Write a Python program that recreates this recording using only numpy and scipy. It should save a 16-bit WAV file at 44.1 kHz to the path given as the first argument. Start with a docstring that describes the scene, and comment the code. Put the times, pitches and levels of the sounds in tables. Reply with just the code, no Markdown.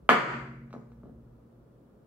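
"""A sharp knock rings out in a live room: a metal bottle opener set end-down on a wooden dining table,
then softer bumps and clinks as it is shifted and lifted off. Each impact sends a dispersive bending wave
through the top and excites the normal modes of wood and metal, leaving the table humming low.
A limiter ducks on the knock and lets the reverberation swell back over a quiet background."""
import sys
import numpy as np
from scipy import signal
from scipy.fft import rfft, irfft
from scipy.io import wavfile
from scipy.ndimage import uniform_filter1d, minimum_filter1d, map_coordinates

SR = 44100
rng = np.random.default_rng(int(sys.argv[2]) if len(sys.argv) > 2 else 0)


def to_wav(sig):
    """Store sig (one row per channel, or 1-D mono) as 16-bit WAV at the path in sys.argv[1].

    Samples outside -1..1 are clipped; the rate is SR.
    """
    pcm = np.clip(np.atleast_2d(sig), -1, 1) * 32767
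    pcm = np.round(pcm).astype(np.int16)
    wavfile.write(sys.argv[1], SR, pcm.T)  # frames by channels


N = 90890
TIME_S, FREQ_HZ = np.arange(N) / SR, np.fft.rfftfreq(N, 1 / SR)


# impacts of the opener on the table: start_s, level_db, corner_hz, metal_relative_db
IMPACTS = [(0.0907, 10, 12400, 11), (0.705, -48, 4000, 27), (0.728, -37.5, 4430, 28),
           (0.737, -15.5, 650, -29), (0.749, -29, 1180, -13), (0.761, -19, 596, -10),
           (0.917, -52, 3950, 26), (1.032, -43, 1730, -4), (1.036, -11, 305, -28), (1.054, -20, 456, -17),
           (1.068, -35.5, 740, 2), (1.093, -17.5, 356, -22)]

def contacts():
    """Impact excitation: a softer contact pushes the wood for longer; sharp ticks reach the metal."""
    push, tick = np.zeros(N), np.zeros(N)
    for start_s, level_db, corner_hz, metal_relative_db in IMPACTS:
        start = int(start_s * SR)
        pulse = TIME_S ** 3 * np.exp(-2 * np.pi * corner_hz * TIME_S)
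        push[start:] += undb(level_db) * (pulse / pulse.sum())[:N - start]
        tick[start] += undb(level_db + metal_relative_db)
    return push, tick


# spectrum of the top's bending wave: frequency_hz, gain_db
WAVE_SPECTRUM = [(40, -21.5), (90, -12.5), (150, 10.5), (240, 15), (350, 15), (500, 18), (730, 23),
                 (950, 21.5), (1280, 26), (1480, 23), (1900, 11), (2250, 10.5), (2620, 9), (3100, 9.5),
                 (3800, -6.5), (4900, -12), (6000, -24), (7300, -16.5), (9000, -34.5), (11000, -18.5),
                 (15000, -26)]
# paths straight across the top, then back from its rim: travel_at_1khz_s, gain_db
TRAVEL_PATHS = [(.0017, 4), (.0031, -8.5), (.0070, -16.5)]

def bending_wave():
    """Dispersion: the top carries treble faster than bass, so each path gives a short falling chirp."""
    cepstrum = irfft(np.log(spectral_gain(WAVE_SPECTRUM)), N)
    cepstrum[1:N // 2] *= 2  # folding the cepstrum gives a minimum-phase pulse
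    cepstrum[N // 2 + 1:] = 0
    paths = sum(undb(gain_db) * np.exp(-4j * np.pi * travel_s * np.sqrt(1000 * FREQ_HZ))
                for travel_s, gain_db in TRAVEL_PATHS)
    return irfft(np.exp(rfft(cepstrum)) * paths, N)[:N // 2]


# normal modes of the table: pitch_hz, level_db, t60_s
TABLE_MODES = [(120.4, -54, 4.7), (134.9, -44.5, 2.5), (155, -40, 0.7), (182.6, -53, 2.2),
               (228, -26.5, 0.27), (231.7, -52, 4.5), (239, -59.5, 4.2), (292, -55, 0.9),
               (309.3, -47.5, 1.3), (376, -46.5, 1.2), (539, -44.5, 0.29), (723.5, -24.5, 0.27),
               (835.7, -31.5, 0.37), (961, -33, 0.62), (1042, -31.5, .3), (1141, -33, .3),
               (1197, -30.5, 0.53), (1298, -22, 0.18), (1450, -28.5, .35), (1715, -21.5, 0.2205),
               (1879.4, -32.5, .35), (2153, -31, 0.29), (3109, -35.5, .15)]

def table_ring():
    """Resonance: modes build as the wave crosses the top, the lowest slowly, and radiate no deep bass."""
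    modes = 0
    for pitch_hz, level_db, t60_s in TABLE_MODES:
        build_s = 0.0013 * (1000 / pitch_hz) ** 2.1
        modes += (1 - np.exp(-TIME_S / build_s)) * damped_mode(pitch_hz, level_db, t60_s)
    bass_cut = signal.butter(4, 85, "high", fs=SR, output="sos")
    return signal.sosfilt(bass_cut, modes)


# normal modes of the opener: pitch_hz, level_db, t60_s
OPENER_MODES = [(3950, -56.5, .22), (4778, -65.5, .1), (6600, -72, 0.12), (6900, -67.5, .2),
                (7600, -71.5, 0.055), (12700, -70.5, .08)]

def opener_ring():
    """Damped free vibration: the metal rings in the hand, with a short noisy scrape of its edge."""
    band = signal.butter(2, (2219, 4800), "band", fs=SR, output="sos")
    scrape = undb(-39.5) * decay(t60_s=.05) * signal.sosfilt(band, rng.standard_normal(N))
    return sum(damped_mode(*mode) for mode in OPENER_MODES) + scrape


# reverberation bands of the room: centre_hz, gain_db, t60_s
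ROOM_BANDS = [(60, 2, 0.37), (150, 2.5, 0.38), (268, 4, 0.65), (420, 2, .56), (749, -7, 0.63),
              (1220, -5, 0.61), (2100, 4, 0.69), (3100, -2, .52), (4800, 7.5, 0.61), (7700, 12, 0.61),
              (11200, 13.5, 0.31), (15000, 8.5, .26)]

def reverberation():
    """Reflection and absorption: dense early echoes, then a tail that dies soonest in the high treble."""
    noise = diffuse_field(coherent_below_hz=450)
    delay_s, build_s = 0.0023, .004
    onset = np.clip((TIME_S - delay_s) / build_s, 0, 1)
    early = undb(-7) * decay(t60_s=0.16)
    log_centres = np.log([row[0] for row in ROOM_BANDS])
    response = 0
    for (_, gain_db, t60_s), selector in zip(ROOM_BANDS, np.eye(len(ROOM_BANDS))):
        band = np.interp(np.log(FREQ_HZ + 1), log_centres, selector)
        envelope = onset * (decay(t60_s) + early)
        response += undb(gain_db) * irfft(noise * band, N) * envelope / np.linalg.norm(envelope)
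    return response


# spectral density of the room noise: frequency_hz, relative_db
NOISE_SPECTRUM = [(20, -28.5), (42, -14.5), (58, 0), (85, -18.5), (125, -6), (190, -6.5), (300, -9.5),
                  (550, -13.5), (800, -24.5), (1300, -26.5), (2000, -40.5), (3000, -44.5), (7000, -51),
                  (15000, -49)]
# course of the low rumble: time_s, level_db
RUMBLE_LEVELS = [(0, -60.5), (.25, -64.5), (.38, -55), (.8, -69), (1.27, -53.5), (1.6, -74.5), (2.06, -69)]

def background(rumble_hz=60, width_hz=14, coherent_below_hz=524):
    """Ambient noise: a steady dull hush and a narrow-band rumble that comes and goes."""
    hush = irfft(diffuse_field(coherent_below_hz) * spectral_gain(NOISE_SPECTRUM), N)
    rumble_band = np.exp(-((FREQ_HZ - rumble_hz) / width_hz) ** 2)
    rumble = irfft(diffuse_field(coherent_below_hz) * rumble_band, N)
    rumble_db = np.interp(TIME_S, *np.transpose(RUMBLE_LEVELS))
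    return undb(-58) * hush / hush.std() + undb(rumble_db) * rumble / rumble.std()


def diffuse_field(coherent_below_hz):
    """Spatial coherence: white-noise spectra at two points, alike in the bass and unrelated above."""
    mid, side = rfft(rng.standard_normal((2, N)))
    coherence = 1 / (1 + (FREQ_HZ / coherent_below_hz) ** 2)
    return (mid * np.sqrt(1 + coherence) + np.array([side, -side]) * np.sqrt(1 - coherence)) / np.sqrt(2)


def undb(db):
    """Decibels to amplitude ratio."""
    return 10 ** (np.asarray(db) / 20)


def spectral_gain(points):
    """Amplitude spectrum from levels interpolated on a log-frequency axis."""
    frequency_hz, level_db = np.transpose(points)
    return undb(np.interp(np.log(FREQ_HZ + 1e-3), np.log(frequency_hz), level_db))


def decay(t60_s):
    """Exponential decay, 60 dB in t60_s."""
    return np.exp(-np.log(1000) * TIME_S / t60_s)


def damped_mode(pitch_hz, level_db, t60_s):
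    """Impulse response of a damped oscillator."""
    return undb(level_db) * np.sin(2 * np.pi * pitch_hz * TIME_S) * decay(t60_s)


def convolve(drive, response):
    """Linear response of each channel, cut to the scene's length."""
    return signal.fftconvolve(np.atleast_2d(drive), np.atleast_2d(response), axes=1)[:, :N]


def late_left(sound, lag_s):
    """Arrival-time difference: one sound reaches the left channel later."""
    return np.array([map_coordinates(sound[0], [np.arange(N) - lag_s * SR]), sound[0]])


def limit(sound, ceiling_db, hold_s, release_db_per_s, lookahead_s=0.0014):
    """Peak limiting: the gain ducks to meet the ceiling, holds, then recovers at a steady rate."""
    hold, ahead = int(hold_s * SR / 2), int(lookahead_s * SR) + 1
    peak_db = 20 * np.log10(np.abs(sound).max(axis=0) + 1e-9)
    excess_db = np.maximum(peak_db - ceiling_db, 0)
    held_db = -minimum_filter1d(-excess_db, 2 * hold + 1, origin=hold, mode="constant")
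    recovery_db = release_db_per_s * TIME_S
    duck_db = np.maximum.accumulate(held_db + recovery_db) - recovery_db
    gain_db = uniform_filter1d(minimum_filter1d(-duck_db, 2 * ahead), 2 * ahead)
    return sound * undb(gain_db)


def scene():
    """Superposition: knock, metal and their reverberation, louder on the left, over wood and noise."""
    push, tick = contacts()
    knock = convolve(push, bending_wave())
    wood = convolve(push, table_ring())
    metal = convolve(tick, opener_ring())
    direct = late_left(knock + metal, lag_s=.00007)
    tail = convolve(knock + undb(-12) * metal, reverberation())
    pan = undb([[0.47], [-0.47]])
    return pan * (direct + tail) + late_left(wood, lag_s=.0001) + background()


def record(dry):
    """Dynamic range compression: a slow limiter, a fast one, then a steep cut of the highest treble."""
    ducked = limit(dry, ceiling_db=5, hold_s=0.16, release_db_per_s=76.5)
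    limited = limit(ducked, ceiling_db=0, hold_s=.001, release_db_per_s=1801)
    treble_cut = signal.ellip(8, .2, 70, 15700, fs=SR, output="sos")
    return signal.sosfilt(treble_cut, limited)


dry = scene()
out = record(dry)
to_wav(out)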